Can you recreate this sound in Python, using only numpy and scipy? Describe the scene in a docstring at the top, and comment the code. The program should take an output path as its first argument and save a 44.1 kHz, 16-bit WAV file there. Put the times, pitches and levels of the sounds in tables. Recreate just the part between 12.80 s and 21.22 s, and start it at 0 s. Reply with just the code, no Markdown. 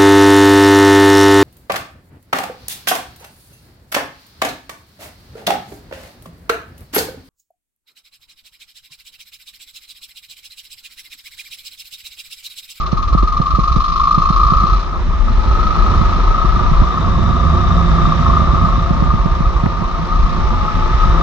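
"""A single-cylinder motorcycle engine, heard from the rider's helmet on a gravel road: each stroke gates a burst
of noise through the resonances of the bodywork, with clatter and a steadier rasp. Tyres roar and drone over a
quiet low-mid rumble, wind buffets the two microphone ports and hums, a gear whine wanders, and bumps knock, thud
and snap the mount as damped oscillations. The recorder rolls off the treble, limits and clips the peaks, and
adds faint hiss."""
import sys
import numpy as np
from scipy import signal
from scipy.fft import rfft, irfft, next_fast_len
from scipy.io import wavfile
from scipy.ndimage import uniform_filter1d

SR = 44100
rng = np.random.default_rng(int(sys.argv[2]) if len(sys.argv) > 2 else 0)


def bounce(signal):
    """Save signal as a 16-bit WAV file at the path given by the first command-line argument."""
    frames = np.transpose(np.atleast_2d(signal))
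    limited = np.clip(frames, -1, 1)
    pcm = np.round(limited * 32767).astype(np.int16)
    wavfile.write(sys.argv[1], SR, pcm)


N = 371322
BLOW_TIME = np.arange(4000) / SR   # time axis of one blow on the mount, s


def from_db(db):
    """Amplitude ratio of a level: twenty decibels are a factor of ten."""
    return 10 ** (np.asarray(db) / 20)


def rms_one(x):
    """Scale to unit root mean square, the effective amplitude."""
    return x / np.sqrt(np.mean(x ** 2) + 1e-20)


def in_time(rows):
    """Piecewise linear courses of a table's columns, evaluated at every sample."""
    s, *columns = np.transpose(rows)
    return [np.interp(np.arange(N) / SR, s, column) for column in columns]


def at_hz(points, hz):
    """Interpolate along logarithmic frequency, the scale of pitch."""
    points = np.array(points)
    return np.interp(np.log(hz + 1), np.log(points[:, 0] + 1), points[:, 1])


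def noise():
    """Three independent white noises, of equal expected power at all frequencies."""
    return rng.standard_normal((3, N))


def drift(rate_hz):
    """Slow random fluctuation of unit spread: white noise through two equal one-pole low-passes."""
    step = 40   # samples between the computed points
    pole = np.exp(-2 * np.pi * rate_hz * step / SR)
    white = rng.standard_normal(N // step + 2002)
    slow = signal.lfilter([1], [1, -2 * pole, pole * pole], white)[2000:]   # settled part only
    return np.interp(np.arange(N) / step, np.arange(len(slow)), rms_one(slow))


def spectrum(points):
    """Continuous colouring: a frequency response drawn through levels."""
    return lambda hz: from_db(at_hz(points, hz))


def modes(table):
    """Modal resonance: the powers of Lorentzian peaks add, each squared for steep skirts."""
    def response(hz):
        power = 0
        for centre_hz, width_hz, db in table:
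            detuning = 2 * (hz - centre_hz) / width_hz
            power = power + from_db(2 * db) / (1 + detuning ** 2) ** 2
        return np.sqrt(power)
    return response


def at_ports(drive, colour, least_share=0):
    """Partial coherence: one drive reaches both ports with a phase difference, two others reach one port each."""
    # phase by which the left port leads (f/Hz, phase/rad)
    port_phase = [(80, -.1), (260, -1.1), (430, -.2), (780, .6), (1100, -1), (1600, -.5), (2150, -1.7),
                  (2700, -2.9), (3200, -1), (4220, -.9), (4500, -.9), (4750, 1.3), (5400, 2.3), (6100, -.5),
                  (7000, -2.5)]
    # left port's level above the right (f/Hz, level/dB)
    port_balance = [(40, 4), (90, -6.5), (170, -6.5), (300, -1), (700, -4.5), (1000, 1), (1460, 4.5),
                    (1700, -4), (2000, 2), (2500, -6.5), (3050, 0.5), (3360, 1.5), (3700, 11.5),
                    (4050, -1.5), (4400, -8.5), (4600, 2.5), (5100, -14), (6100, -11.5), (6600, -7),
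                    (7500, 1)]
    # share of the power heard by both ports (f/Hz, share 0-1)
    shared = [(30, 0.82), (90, 0.41), (200, 0.86), (430, 0.46), (600, 0.79), (900, 0.15), (1100, 0.95),
              (1300, 0.97), (1800, 0.44), (2800, 0.11), (3500, 0.21), (4200, 0.88), (4550, 0.16), (5000, 1),
              (5600, 0.17), (7000, 0.52)]
    size = next_fast_len(N)
    hz = np.fft.rfftfreq(size, 1 / SR)
    both, left_only, right_only = rfft(drive, size) * colour(hz)
    share = np.clip(at_hz(shared, hz), least_share, 1)
    common, private = np.sqrt(share), np.sqrt(1 - share)
    turn = np.exp(.5j * at_hz(port_phase, hz))   # half the phase difference to each port
    tilt = from_db(at_hz(port_balance, hz) / 2)
    left = tilt * (common * both * turn + private * left_only)
    right = (common * both / turn + private * right_only) / tilt
    out = irfft([left, right], size)[:, :N]
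    return out / np.sqrt(np.mean(out.mean(axis=0) ** 2))   # unit RMS of the ports' mean


def wavering_tone(hz, width_hz, swell, count):
    """Narrow-band oscillation: a carrier times a complex drift; swell 1 is narrow noise, 0 nearly keeps its height."""
    carrier = np.exp(2j * np.pi * np.cumsum(hz) / SR)
    wander = np.array([drift(width_hz) + 1j * drift(width_hz) for k in range(count)])
    levelling = (np.abs(wander) + 0.074) ** (1 - swell)
    return (carrier * wander / levelling).real


def road():
    """Broadband tyre roar on gravel, a drone in hollow resonances, and a quiet low-mid rumble of filtered noise."""
    # road levels (t/s, roar level/dB, drone level/dB)
    road_levels = [(0, -36, -41.5), (.6, -40.5, -36), (1.2, -39, -34), (1.75, -32.5, -32.5),
                   (2.45, -32.5, -36), (2.75, -27, -40), (3.12, -26, -35), (3.75, -29, -28.5),
                   (4.17, -29, -25), (4.55, -29.5, -25), (5.0, -29, -24.5), (5.35, -28.5, -23),
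                   (5.7, -28, -23), (5.95, -30, -22.5), (6.54, -31, -30), (7.2, -31, -28.5),
                   (7.65, -30.5, -29.5), (8.21, -27.5, -33.5), (8.42, -26.5, -23)]
    # roar colour (f/Hz, level/dB per Hz)
    roar_colour = [(200, -43.5), (280, -6), (355, 1.5), (430, -7), (660, -7), (800, -7.5), (910, -1.5),
                   (1000, -2.5), (1400, -7), (1700, -23), (2300, -26), (3200, -44)]
    # hollow resonances (f/Hz, width/Hz, level/dB)
    drone_modes = [(161.4, 29.6, -0.5), (353.3, 22, -13), (542, 37, -17.5), (688.5, 84, -14.5)]
    # quiet low-mid rumble (t/s, level/dB)
    rumble_level = [(0, -47), (.5, -45.5), (1.1, -45.5), (1.9, -46), (2.6, -52.5), (8.42, -48)]
    # rumble colour, strongest about 250-340 Hz (f/Hz, level/dB per Hz)
    rumble_colour = [(180, -24), (250, 2), (340, 0.5), (450, -8), (560, -26.5)]
    roar_db, drone_db = in_time(road_levels)
    rumble_db, = in_time(rumble_level)
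    roar = at_ports(from_db(2.0 * drift(38)) * noise(), spectrum(roar_colour))
    drone = at_ports(from_db(0.8 * drift(6.2)) * noise(), modes(drone_modes))
    rumble = at_ports(from_db(2.7 * drift(25)) * noise(), spectrum(rumble_colour))
    return from_db(rumble_db) * rumble + from_db(roar_db) * roar + from_db(drone_db) * drone


def hum():
    """Aeolian tones: two slightly wavering hums, strongest while the head is turned into the wind."""
    # hum in the airstream (t/s, low f/Hz, low level/dB, high f/Hz, high level/dB)
    hum_course = [(0, 59.7, -52.5, 166.3, -53), (4.05, 60.34, -45, 168.8, -41), (4.3, 63.8, -20, 170, -34),
                  (4.5, 64.94, -18.5, 176.6, -25), (4.7, 65.96, -14, 167.3, -24.5),
                  (4.82, 60.4, -19, 167, -28.5), (4.95, 64.7, -17, 174.6, -16.5),
                  (5.15, 64.5, -17.5, 164.9, -21.5), (5.3, 62.1, -38, 157, -22),
                  (5.48, 68.6, -11, 158.5, -29.5), (5.7, 66.9, -21, 163.7, -23),
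                  (5.95, 59.8, -21.5, 170, -49), (6.2, 60.1, -27, 162.6, -37.5),
                  (8.42, 59.1, -48.5, 162, -46.5)]
    low_hz, low_db, high_hz, high_db = in_time(hum_course)
    low, = wavering_tone(low_hz, width_hz=7.0, swell=0.25, count=1)
    high, = wavering_tone(high_hz, width_hz=7.0, swell=0.5, count=1)
    low_pair = rms_one(low) * from_db([[-1.5], [1.5]])   # left, right
    high_pair = rms_one(high) * from_db([[-4], [3]])
    return from_db(low_db) * low_pair + from_db(high_db) * high_pair


def air():
    """Vortex shedding and turbulence: eddies at a rate set by the head's angle, lumpy rush above; both gust."""
    # airstream, levels before the gusts (t/s, eddy f/Hz, buffeting level/dB, rush level/dB)
    air_course = [(0, 44.2, -20, -32.5), (.5, 44.3, -15.5, -30.5), (1.15, 46.05, -21.5, -33.5),
                  (1.9, 44.65, -15.5, -29), (2.15, 43.93, -20, -33.5), (2.4, 43.04, -12.5, -26),
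                  (2.75, 41.7, -15.5, -26), (3.05, 41.75, -11.5, -22.5), (3.75, 42, -12.5, -28.5),
                  (3.98, 41.5, -8, -30), (4.12, 43.95, -23, -26), (4.3, 42.65, -17.5, -23),
                  (4.8, 44.84, -20.5, -20.5), (5.25, 46.1, -15.5, -23), (5.65, 41.15, -18, -23),
                  (6.0, 46.27, -18, -21.5), (6.6, 47.95, -17.5, -29.5), (7.15, 39.5, -20.5, -29.5),
                  (7.42, 35.22, -15.5, -25), (7.95, 33.67, -16.5, -23), (8.3, 35.94, -14.5, -24),
                  (8.42, 35.9, -16, -25.5)]
    # rush colour (f/Hz, level/dB per Hz)
    rush_colour = [(60, -16.5), (90, 12), (125, -1), (160, 0.5), (200, 1), (260, -0.5), (320, -49)]
    eddy_hz, buffet_db, rush_db = in_time(air_course)
    eddies = wavering_tone(eddy_hz, width_hz=17.5, swell=0.39, count=3)
    buffet = at_ports(eddies, spectrum([(12, -25.0), (28, -2.0), (200, -11.0)]))   # (f/Hz, level/dB)
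    rush = at_ports(from_db(1.7 * drift(30)) * noise(), spectrum(rush_colour))
    buffet_gusts_db, rush_gusts_db = 2.4 * drift(9.5), 2.4 * drift(7.0)
    return from_db(buffet_db + buffet_gusts_db) * buffet + from_db(rush_db + rush_gusts_db) * rush


def whine():
    """Gear whine: an unsteady narrow-band transmission tone, much stronger at the left port, though it reaches
    the right port 6 samples earlier."""
    # whine, level before the port gains (t/s, f/Hz, level/dB)
    whine_course = [(0, 860, -47.5), (2.3, 870, -46), (2.6, 867, -33), (3.0, 905, -52), (3.3, 922, -37),
                    (3.5, 918, -34.5), (3.7, 930, -41), (3.82, 955, -31.5), (4.05, 991, -30),
                    (4.15, 1003, -44), (4.3, 977, -48.5), (5.8, 905, -51.5), (6.35, 911, -34.5),
                    (6.55, 918, -34), (6.65, 925, -43), (6.8, 932, -36), (7.05, 923.6, -37),
                    (7.3, 907, -32), (7.5, 916, -40), (7.65, 882, -31), (7.78, 846, -30.5),
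                    (7.95, 853, -32), (8.03, 872, -26), (8.2, 883, -31.5), (8.42, 885, -30.5)]
    hz, db = in_time(whine_course)
    tone = rms_one(wavering_tone(hz, width_hz=6.0, swell=0.2, count=1)[0])
    return from_db(db) * np.array([1.11 * tone, 0.15 * np.roll(tone, -6)])   # right shifted by 6 samples


def swing(hz):
    """Damped oscillation: a sine swing and rebound, spent after about one cycle."""
    return np.sin(2 * np.pi * hz * BLOW_TIME) * np.exp(-(BLOW_TIME * hz) ** 3)


def add(out, s, shape, pan_db):
    """Interaural-style level and time difference: pan_db is left over right, and the left port hears it later."""
    for side, lag_s, sign in ((0, .0011, 1), (1, 0, -1)):
        at = int((s + lag_s) * SR)
        out[side, at:at + len(shape)] += from_db(sign * pan_db / 2) * shape


def knocks(out):
    """Impulse response of the mount: a wobble, a quick swing and rebound, after-ring and rattling fittings."""
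    # knocks, level midway between the ports (peak t/s, peak level/dB, left-right level/dB)
    knock_rows = [(0.1322, -4.5, -9), (0.353, -3.5, -12), (0.6027, -3.5, -9), (0.7905, -4.5, -10),
                  (0.966, -4.5, -10), (1.3804, -3.5, -9), (1.5055, -3.5, -9), (1.7238, -4.5, -10),
                  (1.84, -4.5, -10), (3.2148, -5.5, -10), (3.6488, -9.5, -4), (3.769, -7.5, -9),
                  (3.8121, -11.5, -9), (3.9179, -6.5, -6), (4.0214, -4.5, -11), (4.3952, -7.5, -10),
                  (4.5115, -8.5, -9), (5.2778, -7.5, -11), (5.4911, -6.5, -9), (5.6175, -9.5, -9),
                  (5.738, -3.5, -11), (5.9828, -6.5, -7), (6.1101, -1.5, -8), (6.2262, -3.5, -11),
                  (6.3399, -6.5, -12), (6.4605, -6.5, -11), (6.6085, -6.5, -8), (6.8388, -3.5, -7),
                  (7.0221, -10.5, -8), (8.2576, -9.5, -5)]
    t, knock_hz = BLOW_TIME, 155
    windup_lead_s, windup_hz, windup_db = .0051, 290, -9   # dB under the knock
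    rattle_db, rattle_decay_s, rattle_band_hz = -22.5, 0.015, (225, 514)
    after_ring_db, after_ring_decay_s = -27.5, 0.023
    one_cycle = t < 1 / windup_hz
    windup = np.sin(2 * np.pi * windup_hz * t) * (t * windup_hz / .75) * one_cycle   # grows as it goes
    after_ring = from_db(after_ring_db) * np.sin(2 * np.pi * knock_hz * t) * np.exp(-t / after_ring_decay_s)
    edge = .3 * swing(2.2 * knock_hz)   # the contact sharpens the front
    blow = swing(knock_hz) + edge + after_ring
    band = signal.butter(2, rattle_band_hz, "band", fs=SR, output="sos")
    grains = signal.sosfilt(band, rng.standard_normal((len(knock_rows), len(t))))
    rattles = rms_one(grains) * np.exp(-t / rattle_decay_s)
    for (s, db, pan_db), rattle in zip(knock_rows, rattles):
        add(out, s, from_db(db + rattle_db) * rattle, pan_db)
        add(out, s - windup_lead_s, from_db(db + windup_db) * windup, pan_db)
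        add(out, s - .2 / knock_hz, from_db(db) * blow, pan_db)   # begins a fifth of a cycle before its peak


def thuds(out):
    """Low-frequency transient: the mount is pulled inward, then lurches slowly under a Gaussian envelope."""
    # heavy thuds, level midway between the ports (peak t/s, peak level/dB)
    thud_rows = [(0.337, -5.7), (0.442, -6.5), (0.748, -7.0), (0.922, -7.7), (1.669, -6.9), (1.773, -7.2),
                 (1.933, -6.2), (2.72, -6.4), (5.701, -4.9), (6.307, -8.1), (6.409, -7.8), (6.527, -7.9),
                 (6.676, -6.3), (6.769, -6.2), (7.404, -7.4), (7.652, -9.0), (8.155, -5.9), (8.323, -7.9)]
    lurch_hz, lurch_width_s, lurch_pan_db = 50, .0125, -3
    pull_lead_s, pull_hz, pull_db, pull_pan_db = .0104, 105, -6.5, -11   # dB under the thud
    middle = BLOW_TIME[-1] / 2
    from_peak = BLOW_TIME - middle
    lurch = np.cos(2 * np.pi * lurch_hz * from_peak) * np.exp(-(from_peak / lurch_width_s) ** 2 / 2)
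    for s, db in thud_rows:
        add(out, s - middle, from_db(db) * lurch, lurch_pan_db)
        add(out, s - pull_lead_s, -from_db(db + pull_db) * swing(pull_hz), pull_pan_db)


def snaps(out):
    """Sharp contact: a damped swing of the mount with a crack, the impulse response of a band-pass."""
    # snaps, levels midway between the ports (start t/s, swing level/dB, left-right level/dB,
    # swing f/Hz, crack peak level/dB, top of the crack f/Hz, first swing 1 outward or -1 inward)
    snap_rows = [(.1275, -20, -9, 340, -23, 800, 1), (.3487, -11, -9, 360, -22, 900, 1),
                 (.4304, -4, -12, 270, -19, 600, -1), (.7855, -14, -10, 340, -21, 800, 1),
                 (6.8604, -1, -7, 170, -12, 2250, -1), (6.8572, -24, -7, 400, -13, 1200, -1),
                 (6.8660, -8, -8, 370, -18, 900, -1), (6.8680, -8, -5, 85, -30, 700, 1),
                 (.3255, -22, -9, 300, -22, 700, -1), (.7375, -24, -9, 300, -27, 600, -1)]
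    click = np.zeros(len(BLOW_TIME))
    click[30] = 1.0   # sample 30: just after contact
    for s, db, pan_db, hz, crack_db, top_hz, first in snap_rows:
        band = signal.butter(5, [330, top_hz], "band", fs=SR, output="sos")
        crack = signal.sosfilt(band, click)
        shape = from_db(crack_db) * crack / crack.max() + first * from_db(db) * swing(hz)
        add(out, s, shape, pan_db)


def mount_blows():
    """Superposition of all the blows on the mount, with room for the last to die away."""
    out = np.zeros((2, N + SR))
    knocks(out)
    thuds(out)
    snaps(out)
    return out[:, :N]


def throb(depth, second_db, length, rise, uneven_db, lead=0, head=0):
    """Amplitude modulation by the strokes: each burst swells and dies; no two cycles are equally strong."""
    # four-stroke cycle rate: it pulls, shifts up near 2.2 s, then cruises (t/s, f/cycles per s)
    speed = [(0, 17.27), (.75, 23.0), (1.1, 25.43), (1.3, 27.27), (1.45, 27.92), (1.6, 28.1), (1.75, 30.2),
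             (1.9, 31.2), (2.1, 30.48), (2.35, 27.77), (2.6, 25.35), (3.0, 25.95), (3.5, 27.63),
             (3.9, 28.88), (4.15, 28.74), (4.3, 28.03), (4.5, 28.52), (4.75, 29.0), (4.95, 29.17),
             (5.2, 28.92), (5.5, 28.47), (5.85, 28.38), (6.15, 28.68), (6.35, 28.44), (6.6, 28.27),
             (6.9, 28.72), (7.2, 28.8), (7.5, 28.68), (7.8, 28.16), (8.1, 28.12), (8.42, 28.66)]
    # firing, then second stroke; decay before the length factor (crank phase/cycles, decay/cycles)
    strokes = [(0.68, 0.4), (0.17, 0.3)]
    crank_start = .66   # cycles
    cycles = crank_start + lead + np.cumsum(in_time(speed)[0]) / SR
    bursts = 0
    for (phase, decay), db in zip(strokes, (0, second_db)):
        since = cycles - phase + 1
        age = since % 1   # cycles since this stroke
        strength = from_db(db + uneven_db * rng.standard_normal(300)[since.astype(int)])
        envelope = np.exp(-(age / (decay * length)) ** 3) * (1 - np.exp(-age / rise))
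        bursts = bursts + strength * envelope * (1 + head * np.exp(-age / 0.24))   # head: stronger start
    depth = np.clip(depth, 0, 1)
    return np.sqrt(1 - depth + depth * rms_one(bursts) ** 2)


def evened(x, share):
    """Dense rattling has a low crest factor: dividing by the running power partly levels its swells."""
    power = np.mean(x ** 2, axis=0)
    for _ in range(2):
        power = uniform_filter1d(power, size=301)
    return x * rms_one(1 / (power + 0.12) ** (share / 2))


def ringing(level_db, upper_db, depth, second_db, length, rise):
    """Forced resonance: the strokes gate noise through the bodywork's modes."""
    # lower modes (f/Hz, width/Hz, level/dB)
    lower_modes = [(1090, 28, -1), (1181.4, 32, 1), (1208, 72, 2)]
    # upper modes (f/Hz, width/Hz, level/dB)
    upper_modes = [(1269, 36, 5.5), (1300, 45, -12)]
    # panels start ringing early at low speed (t/s, lead/cycles)
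    ring_lead = [(0, .09), (.55, .1), (.9, .04), (1.15, .03), (8.42, .03)]
    # harder firings that ring out of the rest (peak t/s, gain level/dB, width/s)
    hard_firings = [(2.135, 10, .014), (2.172, 7, .01), (2.335, 10, .025), (2.395, 5, .008),
                    (2.485, 9, .014), (2.755, 5, .008), (3.475, 4, .008), (3.59, 4, .008), (4.178, 6, .008),
                    (4.915, 4, .008), (5.26, 5, .008), (5.33, 4, .008), (5.47, 4, .008), (5.575, 4, .008),
                    (6.31, 7, .008), (6.66, 4, .008), (7.32, 4, .012), (7.89, 4, .008), (8.24, 4, .008)]
    t = np.arange(N) / SR
    level_db = level_db + 1.53 * drift(8.8)
    for s, db, width_s in hard_firings:
        level_db = level_db + db * np.exp(-((t - s) / width_s) ** 2 / 2)
    lower = at_ports(noise(), modes(lower_modes), 0.95)
    upper = at_ports(noise(), modes(upper_modes), 0.6)
    upper_db = upper_db - 3.5
    body = (lower + from_db(upper_db) * upper) / np.sqrt(1 + from_db(2 * upper_db))   # powers sum to one
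    gate = throb(depth, second_db, length, rise, uneven_db=0.84, lead=in_time(ring_lead)[0])
    ring = gate * evened(body, share=.9)
    band = signal.butter(3, [990, 1390], "band", fs=SR, output="sos")   # the panels ring in one band only
    return from_db(level_db) * signal.sosfilt(band, ring)


def clatter(level_db):
    """Repeated impact noise: short, sharply rising bursts of coloured noise at the strokes."""
    # clatter colour (f/Hz, level/dB per Hz)
    clatter_colour = [(1300, -43.5), (1500, -13.5), (2000, -12), (2450, -7), (2900, -10.5), (3600, -8.5),
                      (3950, -8.5), (4170, -1), (4600, -17.5), (4900, -7.5), (5480, -24), (5720, -18),
                      (5920, -19), (6120, -16), (6500, -26.5), (7300, -29), (7800, -30.5)]
    # burst length (t/s, length factor)
    clatter_length = [(0, 1.2), (.6, 1.1), (1.2, 1.74), (2.0, 2), (8.42, 1.6)]
    length, = in_time(clatter_length)
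    gate = throb(0.95, -10.0, length, rise=.03, uneven_db=0.2, lead=-0.028, head=0.39)
    return from_db(level_db) * at_ports(gate * noise(), spectrum(clatter_colour))


def rasp(broad_db, resonant_db, rise):
    """Shared excitation: one barely throbbing noise drives both a broad rasp and a resonant rasp."""
    # broad rasp colour (f/Hz, level/dB per Hz)
    rasp_colour = [(1300, -16), (1500, 1.5), (1600, 0), (1750, 5), (2400, -1), (3400, -4), (3690, -5.5),
                   (3950, -4), (4550, -11), (4900, -9.5), (5450, -14.5), (5780, -14.5), (6600, -19.5),
                   (7050, -31.5), (7250, -14), (7800, -41)]
    # resonances of the rasp (f/Hz, width/Hz, level/dB)
    rasp_modes = [(1690, 83, -2.5), (3690, 240, 1.5), (4880, 200, -12.5), (5780, 180, -14),
                  (7100, 240, -16)]
    drive = throb(0.2, -3, 1.9, rise, uneven_db=1.3) * noise()
    broad = at_ports(drive, spectrum(rasp_colour))
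    resonant = at_ports(drive, modes(rasp_modes))
    return from_db(broad_db) * broad + from_db(resonant_db) * resonant


def engine():
    """Periodic excitation of structures: the strokes gate ringing and clatter; the rasp barely throbs."""
    # engine, ringing level before its fluctuation, upper modes before a fixed 3.5 dB cut
    # (t/s, ringing level/dB, clatter under load level/dB, cruising rasp level/dB,
    # upper against lower modes level/dB, throb depth of the ringing 0-1)
    engine_levels = [(0, -28, -39, -48, 1, 1), (.55, -17.5, -39, -45.5, -8.5, 1),
                     (.95, -15.5, -36.5, -47, -4.5, 0.83), (1.2, -10.5, -36.5, -50, -10.5, 0.93),
                     (1.9, -15, -39, -41, 1.5, 0.68), (2.02, -23.5, -41, -43.5, 1.5, 0.72),
                     (2.12, -30, -53, -43.5, 4, 0.94), (2.35, -31.5, -59, -41.5, -4.5, 0.6),
                     (2.55, -28, -47, -40, 6, 0.66), (2.8, -18, -42, -38, 15.5, 0.89),
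                     (3.2, -20, -42, -36.5, 2.5, 0.87), (3.6, -19, -46.5, -37, 10, 0.97),
                     (4.0, -20, -44, -38, 0, 0.9), (4.4, -21.5, -59, -39, -3, 0.68),
                     (5.0, -18, -55, -37.5, -1.5, 0.63), (5.4, -17.5, -51, -35.5, -5, 0.87),
                     (5.8, -18.5, -48.5, -38, 0, 0.83), (6.2, -24, -48.5, -39.5, -6.5, 0.75),
                     (7.1, -25.5, -48.5, -41, -0.5, .55), (7.5, -23.5, -42.5, -39, -6, 0.66),
                     (8.2, -20, -56, -35, 8, 0.63), (8.42, -18.5, -62, -36.5, -1.5, 0.9)]
    # load, and the resonant rasp, strongest about 4.2-6 s
    # (t/s, second stroke against firing level/dB, burst length factor, resonant rasp level/dB)
    load = [(0, -5.5, 1.5, -64), (.3, -6.5, 1.34, -65), (.6, -7.5, 1.2, -64), (1.0, -3, 0.78, -55),
            (1.9, -1, 0.98, -60), (2.5, -3, 0.87, -62), (3.9, -7.5, 1.24, -51.5), (4.4, -5, 0.9, -45.5),
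            (5.3, -5, 0.7, -45), (6.0, -6, 1.23, -51), (6.6, -2, 1.02, -61.5), (7.6, -6.5, 1.05, -66),
            (8.42, -3.5, 0.75, -46.5)]
    ring_db, clatter_db, rasp_db, upper_db, ring_depth = in_time(engine_levels)
    second_db, length, resonant_db = in_time(load)
    rise = .13   # swell of a burst, cycles
    ring = ringing(ring_db, upper_db, ring_depth, second_db, length, rise)
    return ring + clatter(clatter_db) + rasp(rasp_db, resonant_db, rise)


def scene():
    """Superposition of the sources; the wind noise is turned down under each hard blow, so the blow stands clear."""
    blows = mount_blows()
    jolt = uniform_filter1d(np.abs(blows[1]), size=401)   # smoothed at the right port
    wind_gain = 1 / (1 + (jolt / .2) ** 2)
    return road() + hum() + wind_gain * air() + whine() + blows + engine()


def record(dry):
    """Band limiting and peak limiting: treble rolled off, peaks ducked, the rest clipped; faint hiss, top cut."""
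    roll_off_hz, cutoff_hz, hiss_db = 8000, 14500, -74
    x = signal.sosfilt(signal.cheby2(14, 30, roll_off_hz, fs=SR, output="sos"), dry)
    over_db = np.maximum(20 * np.log10(np.abs(x) + 1e-9), 0)
    fall = 300 * np.arange(N) / SR   # release of 300 dB a second
    held = np.maximum.accumulate(over_db + fall, axis=1) - fall
    # looks a little ahead; each side sheds most of its overshoot
    ducking_db = -.96 * uniform_filter1d(held, size=61, origin=-24, mode="nearest")
    x = np.clip(x * from_db(ducking_db), -1, 1)
    hiss_band = signal.butter(2, [8000, 12000], "band", fs=SR, output="sos")
    hiss = signal.sosfilt(hiss_band, rng.standard_normal((2, N)))
    x = x + from_db(hiss_db) * rms_one(hiss)
    return signal.sosfilt(signal.cheby2(12, 60, cutoff_hz, fs=SR, output="sos"), x)


dry = scene()
out = record(dry)
bounce(out)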